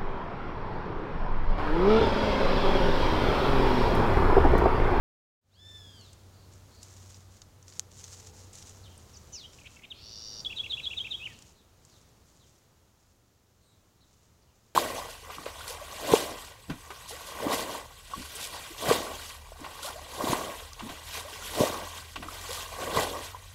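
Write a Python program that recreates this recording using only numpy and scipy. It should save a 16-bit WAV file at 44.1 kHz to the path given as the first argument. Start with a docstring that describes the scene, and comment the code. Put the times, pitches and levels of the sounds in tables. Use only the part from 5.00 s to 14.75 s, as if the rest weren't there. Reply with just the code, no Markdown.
"""Outdoor rumble and a distant engine's hum fade in as a bird gives a long nasal mew, rich in harmonics.
A hand bends twigs aside inside a bush: leaves rub by friction and tick, and one twig snaps close by.
A far motor drones in swells and the hum runs down; a song of slurs, raspy chips, a buzz and a fast
trill follows, scattered by the foliage. Faint chirps and rustles, heard on and off, last to the end."""
import sys
import numpy as np
from scipy import signal
from scipy.fft import rfft, irfft, next_fast_len
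from scipy.io import wavfile

SR = 44100
rng = np.random.default_rng(int(sys.argv[2]) if len(sys.argv) > 2 else 0)


def wav_record(signal):
    """Record a signal, one row per channel, as 16-bit PCM in the file named by sys.argv[1]."""
    frames = np.transpose(np.atleast_2d(signal))
    bounded = np.clip(frames, -1, 1)
    # unit amplitude maps onto the largest positive 16-bit level
    quanta = np.round(bounded * 32767).astype(np.int16)
    wavfile.write(sys.argv[1], SR, quanta)


N = 429975
TIME = np.arange(N) / SR


def ticks(stutter_s=0.003, stutter_db=-10, clean_db=-22):
    """Damped modes of leaves and twigs: a hard snap is one impulse, a gentle catch a brief stutter."""
    # releases: t/s, peak level/dB, ring f/Hz
    releases = [(1.011, -44.5, 6690), (1.131, -44, 6930), (1.536, -47, 6820), (1.830, -31, 6900),
                (2.144, -41, 5350), (2.418, -39, 5130), (2.627, -44, 6460), (2.681, -39, 6200),
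                (2.724, -43.5, 4470), (2.7955, -11, 6450), (3.041, -32.5, 6600), (3.531, -39.5, 6900),
                (3.554, -34.5, 6800), (3.625, -37.5, 5540), (3.694, -37, 6600), (3.978, -40, 8700),
                (4.533, -41.5, 5660), (6.389, -42, 7010), (6.423, -38.5, 6200), (6.850, -46, 7260)]
    # modes of a twig: multiple of the ring frequency, relative level/dB, T60/s
    modes = [(.33, -17, .0016), (.72, 4, .0015), (1, 16.5, .0016), (1.3, -30, .0008)]
    out, t = np.zeros(N), TIME[:SR // 40]
    for start, db, hz in releases:
        ring = sum(from_db(mode_db - 60 * t / t60) * np.sin(2 * np.pi * k * hz * t)
                   for k, mode_db, t60 in modes)
        ring *= 1 - np.exp(-t / .00008)
        gentle = np.clip((clean_db - db) / 6, 0, 1)
        stutter = from_db(stutter_db) * rng.standard_normal(len(t)) * np.exp(-t / stutter_s)
        force = (t == 0) + gentle * stutter
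        tick = signal.fftconvolve(force, ring)[:len(t)]
        at = int(start * SR)
        out[at:at + len(t)] += from_db(db) * tick / np.abs(tick).max()
    return out


def rustle(slips_per_s=2500, catches_per_s=70, smooth_db=-3, crackle_db=-7):
    """Stick-slip friction of leaf on leaf: dense tiny slips and sparse sharp catches over smooth hiss."""
    # spectrum of rubbing leaves: f/Hz, relative level/dB
    spectrum = [(1000, -11), (2200, -13), (3200, -10), (4500, -7), (6000, -1.5), (7000, -0.5), (8200, -8),
                (10000, -16), (15500, -26.5)]
    slips = (rng.random(N) < slips_per_s / SR) * rng.standard_normal(N)
    catches = (rng.random(N) < catches_per_s / SR) * rng.standard_normal(N)
    sliding = from_db(smooth_db) * rng.standard_normal(N)
    friction = rms_one(slips) + from_db(crackle_db) * rms_one(catches) + sliding
    grip = from_db(2.3 * drift(70))
    return rubbing() * grip * coloured(friction, spectrum)


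def rubbing(attack_s=0.038, release_s=0.063, stir_db=-83.5):
    """Incoherent sources add in power: the envelope of rubs that each build, hold and die away."""
    # pushes of the hand: t/s, duration/s, level/dB
    rubs = [(0.607, 0.49, -68.5), (1.496, .05, -65), (1.653, .15, -68), (1.80, 0.17, -57),
            (1.994, 0.17, -60), (2.29, 0.095, -63.5), (2.65, 0.11, -59), (2.896, 0.36, -57),
            (2.967, 0.042, -50), (3.09, 0.11, -55), (3.325, .11, -56.5), (3.519, 0.056, -50.5),
            (3.63, 0.076, -56), (3.715, 0.73, -66), (4.479, .27, -62.5), (5.384, 1.1, -64),
            (6.81, 0.18, -66.5), (7.23, 0.32, -70), (7.958, 0.12, -73.5), (9.03, 0.24, -74.5),
            (9.53, .22, -77)]
    power = from_db(stir_db) ** 2   # the leaves never quite rest
    for start, length, db in rubs:
        t = TIME - start
        envelope = ramp(t / attack_s) * np.exp(-ramp(t - length) / release_s)
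        power += (from_db(db) * envelope) ** 2
    return np.sqrt(power)


def mew(level_db=-52.5, sag_db_per_s=7, attack_s=0.11, release_s=0.12, harmonics=5):
    """Source and filter: each harmonic of an arching call swells as it crosses a throat resonance."""
    # fundamental: t/s, f/Hz
    contour = [(0.499, 943), (.57, 1635), (.61, 1746), (.69, 1777), (.78, 1753), (.95, 1600), (1.0, 1514),
               (1.05, 1327), (1.13, 995)]
    # response of throat and beak: f/Hz, gain/dB
    throat = [(1200, -32), (1780, -14), (2500, -19), (3050, -7.5), (3550, 0.5), (4100, -4), (4550, -3),
              (4900, -13), (5400, -10.5), (6100, -30), (7000, -17), (9000, -31)]
    hz, = in_time(contour)
    start, end = contour[0][0], contour[-1][0]
    phase = turn(hz * (1 + 0.0063 * drift(300)))
    throat_hz, throat_db = np.transpose(throat)
    tones = sum(from_db(np.interp(k * hz, throat_hz, throat_db)) * np.sin(k * phase)
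                for k in range(1, harmonics + 1))
    swell = ramp((TIME - start) / attack_s) * ramp((end - TIME) / release_s)
    db = level_db - sag_db_per_s * (TIME - start) + 1.7 * drift(120)
    return np.sqrt(2) * swell * from_db(db) * tones


def slurs(attack_s=0.023, release_s=0.012, sag_db_per_s=115, glide_share=.84, beak_hz=2300):
    """Hoarse falling sweeps with side tones; a small radiator, the beak gives out little of the lows."""
    # sweeps: t/s, duration/s, top f/Hz, end f/Hz, level before the sag/dB
    sweeps = [(4.128, 0.045, 5940, 4520, -50.5), (4.158, 0.025, 7000, 5660, -45),
              (4.322, .143, 6160, 3270, -40)]
    # partials: multiple of the pitch, relative level/dB
    partials = [(0.501, -17), (.75, -21), (1, -1.5), (1.159, -7.5)]
    out = np.zeros(N)
    for start, length, top_hz, end_hz, db in sweeps:
        t = np.clip(TIME - start, 0, length)
        glide = np.cos(np.pi / 2 * ramp(t / (glide_share * length))) ** 2
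        hz = end_hz + (top_hz - end_hz) * glide
        phase = turn(hz * (1 + .03 * drift(1200)))
        tones = sum(from_db(tone_db) * np.minimum(k * hz / beak_hz, 1) ** 4 * np.sin(k * phase)
                    for k, tone_db in partials)
        swell = ramp(t / attack_s) * ramp((length - t) / release_s)
        out += np.sqrt(2) * swell * from_db(db - sag_db_per_s * t + 2 * drift(400)) * tones
    return out


def chips(fall_octaves=0.11):
    """Fast modulation is heard as rasp: three soft chips, a loud one and a high flick, sung twice."""
    # chips of one phrase: offset t/s, duration/s, nominal f/Hz, peak level/dB
    figure = [(0, 0.014, 2674, -48), (.0275, 0.011, 2460, -50), (0.057, 0.013, 2310, -51),
              (.0705, .023, 2690, -41.5), (0.086, .01, 3220, -45.5)]
    # phrases: t/s, pitch ratio
    phrases = [(4.584, 0.94), (4.762, .94)]
    rows = [(start + offset, length, *falling(hz * ratio, fall_octaves), db)
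            for start, ratio in phrases for offset, length, hz, db in figure]
    return notes(rows, late=0.94, wobble=0.096, rasp=0.53, rasp_hz=437, sharp=0.52)


def buzz(pulses_per_s=109, full_voice_db=-39.5, settle_s=.07, release_s=.008):
    """Amplitude modulation chops a cluster of rough partials; effort brightens it and deepens the chop."""
    # the bird's effort: t/s, relative level/dB
    effort = [(4.94, -61), (5.01, -52.5), (5.06, -47), (5.15, -43), (5.28, -40.5), (5.37, -41.5),
              (5.416, -36.5)]
    # partials: nominal f/Hz, relative level/dB
    partials = [(2850, -15.5), (3620, -7.5), (4120, -9), (4650, 2.5), (4820, -2), (5480, 3), (5780, -2),
                (6700, -13)]
    db, = in_time(effort)
    start, end = effort[0][0], effort[-1][0]
    tilt_db_per_octave = 1.26 * (db - full_voice_db)
    pitch = 1.016 * (1 - 0.15 * np.exp(-ramp(TIME - start) / settle_s))   # starts flat and settles
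    gate = (TIME >= start) * ramp((end - TIME) / release_s)
    pulse_phase = turn(pulses_per_s * (1 + 0.042 * drift(60)))
    depth = np.clip((db + 60) / 17, .2, .87)
    pulses = 1 - depth * np.sin(pulse_phase / 2) ** 2
    gains = [from_db(part_db + tilt_db_per_octave * np.log2(hz / 5000)) for hz, part_db in partials]
    jitter_hz = 140 + 11 * np.minimum(np.abs(tilt_db_per_octave), 10)   # hoarser away from full voice
    tones = sum(gain * np.sin(turn(hz * pitch + jitter_hz * drift(1100)))
                for gain, (hz, _) in zip(gains, partials))
    return gate * from_db(db + 3) * pulses * tones / np.linalg.norm(gains, axis=0)


def trill(flick_db=-2):
    """Nearly periodic glides: a swelling lead-in, a downward flick, a loud rise, two rougher low notes."""
    # notes of one figure: offset t/s, duration/s, nominal start, middle and end f/Hz
    figure = [(-.026, 0.0254, 3795, 3824, 3380), (0, 0.0058, 4220, 3550, 2990),
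              (.0065, 0.0244, 2943, 3278, 3344), (0.05, .022, 2350, 2670, 2830),
              (.072, 0.015, 3490, 2762, 2200)]
    # repeats: t/s, pitch ratio, lead-in level/dB, main level/dB, low notes' level/dB
    repeats = [(5.447, 1.02, -88, -27.5, -35.5), (5.583, 1.016, -32.5, -27, -35),
               (5.719, 1.019, -29.5, -26, -34), (5.853, 1.022, -33, -26.5, -34),
               (5.990, .982, -28, -28.5, -35), (6.128, 0.99, -28.5, -30, -97)]
    lead, main, low = [], [], []
    for start, ratio, lead_db, main_db, low_db in repeats:
        parts = [(lead, lead_db), (main, main_db + flick_db), (main, main_db),
                 (low, low_db), (low, low_db)]
        for (offset, length, *pitches), (part, db) in zip(figure, parts):
            part.append((start + offset, length, *np.multiply(pitches, ratio), db))
    return (notes(lead, late=3.3, wobble=0.015, sharp=0.35)
            + notes(main, late=1.2, wobble=0.0083, sharp=0.7)
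            + notes(low, late=1.43, wobble=0.019, rasp=0.057, rasp_hz=274, sharp=.7))


def whistles():
    """Nearly pure tones glide singly between the song's figures and at its close."""
    # glides: t/s, duration/s, start, middle and end f/Hz, peak level/dB
    glides = [(4.433, 0.032, 2740, 2990, 3220, -44.5), (4.901, 0.027, 3884, 3540, 2620, -36.5),
              (6.192, .044, 2710, 2524, 2910, -39), (6.226, 0.0235, 2640, 2786, 3020, -37),
              (6.251, 0.018, 3250, 2973, 2600, -31.5), (6.268, 0.0071, 2720, 2530, 2190, -32.5),
              (6.274, .059, 2066, 1940, 1740, -56)]
    return notes(glides, late=1.8, wobble=0.019)


def notes(rows, late, wobble, rasp=0, rasp_hz=430, sharp=0.57):
    """Modulated tones: each bends through three pitches, and rasp flutters frequency and amplitude."""
    out = np.zeros(N)
    for start, length, first_hz, middle_hz, last_hz, db in rows:
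        progress = np.linspace(0, 1, int(length * SR))
        hz = np.polyval(np.polyfit([0, .5, 1], [first_hz, middle_hz, last_hz], 2), progress)
        flutter = rasp * np.sin(turn(rasp_hz * (1 + 0.18 * drift(360, len(hz)))))
        arch = np.abs(np.sin(np.pi * progress ** late)) ** sharp   # late > 1 delays the peak
        swell = arch * (1 + flutter) / (1 + rasp)
        tone = np.sin(turn(hz * (1 + wobble * drift(900, len(hz)) + 0.21 * flutter)))
        at = int(start * SR)
        out[at:at + len(tone)] += from_db(db) * swell * tone
    return out


def overtone(x, db):
    """Phase doubling adds a second harmonic that follows a whistle's envelope."""
    analytic = signal.hilbert(x, next_fast_len(N))[:N]
    return x + from_db(db) * np.abs(analytic) * np.cos(2 * np.angle(analytic))


def ground_bounce(x, delay_s=.0045, echo_db=-12):
    """Interference: a reflection just behind the direct sound beats against every fast sweep."""
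    return x + from_db(echo_db) * np.interp(TIME - delay_s, TIME, x, left=0)


def foliage(x, wet_db, t60):
    """Scattering by leaves and trunks adds a dense tail that decays exponentially."""
    t = TIME[:SR]
    tail = rng.standard_normal(SR) * from_db(-60 * t / t60) * (t > .004)
    return x + from_db(wet_db) * signal.fftconvolve(x, tail / np.linalg.norm(tail))[:N]


def far_chirps():
    """Hoarse distant twitters, smeared by scattering in the leaves between."""
    # chirps: t/s, duration/s, middle f/Hz, fall/octaves, peak level/dB
    chirps = [(1.313, .19, 4460, 0.022, -67.5), (1.704, 0.16, 4420, 0, -62.5),
              (3.83, 0.058, 3480, 0.85, -55), (3.897, .066, 3096, 0.19, -63),
              (6.317, 0.061, 4270, .45, -61), (6.544, 0.096, 3850, .4, -68), (6.892, .10, 4080, 0.64, -65),
              (7.393, .064, 3600, .6, -65), (8.601, 0.19, 3920, 0.32, -72), (8.614, 0.13, 8200, 0.12, -74),
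              (9.003, 0.047, 4100, 0.26, -65), (9.417, 0.022, 4900, .7, -68.5),
              (9.463, 0.085, 2700, 0.59, -75)]
    rows = [(start, length, *falling(hz, octaves), db) for start, length, hz, octaves, db in chirps]
    return foliage(notes(rows, late=.9, wobble=.075), wet_db=-4.5, t60=0.51)


def motor(fade_db_per_s=22):
    """Harmonics of a far engine's firing rate swell and fade; only the middle orders carry."""
    # swells: peak t/s, firing f/Hz, level/dB
    swells = [(3.33, 62.4, -70.5), (5.48, 67, -73), (6.1, 65, -81)]
    # engine orders: multiple of the firing rate, relative level/dB
    orders = [(5, -28), (7, 3), (8, 2.5), (9, -11), (12, -8), (13, -1), (14, -4)]
    out = np.zeros(N)
    for peak_s, firing_hz, db in swells:
        phase = turn(firing_hz * (1 + .006 * drift(20)))
        drone = sum(from_db(order_db + 2 * drift(10)) * np.sin(k * phase) for k, order_db in orders)
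        out += np.sqrt(2) * from_db(db - fade_db_per_s * np.abs(TIME - peak_s)) * drone
    return out


def engine_hum():
    """A distant engine's periodic motion gives one low wavering tone, which revs and runs down."""
    # course of the hum: t/s, f/Hz, level/dB
    course = [(.7, 95, -55), (1.4, 94.9, -59), (2.15, 93.3, -53.5), (2.45, 93.7, -62), (3.1, 92.2, -56),
              (3.6, 94.7, -57), (3.85, 96.7, -49.5), (4.02, 79.8, -60), (5.2, 75, -74)]
    hz, db = in_time(course)
    amplitude = (TIME < course[-1][0]) * from_db(db + 2.2 * drift(8.9))
    return np.sqrt(2) * amplitude * np.sin(turn(hz + 0.63 * drift(10.63)))


def outdoor_air(rumble_db=1.5, wash_db=1, hiss_db=5):
    """Broadband ambient noise: far rumble, a broad wash and thin hiss swell on a common envelope."""
    # common envelope: t/s, base level/dB
    envelope = [(.7, -61.5), (2.1, -60.5), (2.5, -63.5), (3.2, -60.5), (4.3, -59), (4.9, -62), (5.4, -57),
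                (6.3, -59), (6.6, -66.5), (7.0, -64), (8.45, -71), (8.85, -68.5)]
    # spectra of the three noises: f/Hz, relative level/dB
    rumble = [(22, -4), (50, -6), (64, 3), (85, 2), (120, -1), (170, -16.5)]
    wash = [(90, -3), (130, 0), (225, -1), (290, -5.5), (360, -4), (560, -7), (720, -9), (1250, -11.5),
            (1700, -17), (2500, -20), (4000, -17), (7000, -19.5)]
    hiss = [(1500, 6.5), (3000, 6), (4300, -9.5), (5300, 5.5), (6800, 10.5), (8500, -3), (11000, 3),
            (15500, 3.5)]
    base_db, = in_time(envelope)
    treble_db = 20 * np.log10(np.hypot(from_db(base_db - 16), from_db(-83.5)))   # over a steady floor
    layers = [(base_db + rumble_db, rumble), (base_db + wash_db, wash), (treble_db + hiss_db, hiss)]
    return sum(from_db(db) * coloured(rng.standard_normal(N), spectrum) for db, spectrum in layers)


def coloured(x, spectrum):
    """Filter by a spectrum that falls 12 dB per octave beyond its ends; unit power."""
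    hz, db = np.transpose(spectrum)
    size = next_fast_len(N)
    f = np.maximum(np.fft.rfftfreq(size, 1 / SR), 1)
    skirts = np.minimum(f / hz[0], 1) ** 2 * np.minimum(hz[-1] / f, 1) ** 2
    gain = skirts * from_db(np.interp(np.log(f), np.log(hz), db))
    return rms_one(irfft(rfft(x, size) * gain, size)[:N])


def falling(hz, octaves):
    """Start, middle and end frequency of a fall in equal intervals."""
    return hz * 2 ** (octaves / 2), hz, hz / 2 ** (octaves / 2)


def drift(rate, size=N):
    """Random wander of spread about one, with `rate` new values a second."""
    at = np.arange(size) * rate / SR
    count = int(at[-1]) + 2
    return np.interp(at, np.arange(count), rng.standard_normal(count))


def turn(hz):
    """Phase as the integral of frequency."""
    return 2 * np.pi * np.cumsum(hz) / SR


def in_time(rows):
    """Each column of a curve, interpolated at every sample."""
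    times, *columns = np.transpose(rows)
    return [np.interp(TIME, times, column) for column in columns]


def ramp(x):
    """Linear rise from nought, held at one."""
    return np.clip(x, 0, 1)


def from_db(db):
    """Level to amplitude ratio."""
    return 10 ** (np.asarray(db) / 20)


def rms_one(x):
    """Scale to unit power."""
    return x / np.sqrt(np.mean(x ** 2) + 1e-20)


def scene():
    """Superposition of close leaves, birds at three distances, engines and ambient noise."""
    clear_notes = overtone(whistles() + trill(), db=-34.5)
    song = ground_bounce(clear_notes + chips() + slurs() + buzz())
    birds = foliage(song, wet_db=-12, t60=0.55) + foliage(mew(), wet_db=-4, t60=0.74) + far_chirps()
    leaves = foliage(ticks(), wet_db=-22.0, t60=0.046) + rustle()
    return (leaves + birds + motor() + outdoor_air() + engine_hum())[None]


def record(dry, silence_s=0.41, fade_s=0.34, cutoff_hz=15900):
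    """The sound fades in from silence, and a steep low-pass filter limits its bandwidth."""
    faded = dry * ramp((TIME - silence_s) / fade_s) ** 1.14
    return signal.sosfilt(signal.ellip(12, .1, 80, cutoff_hz, fs=SR, output="sos"), faded)


dry = scene()
out = record(dry)
wav_record(out)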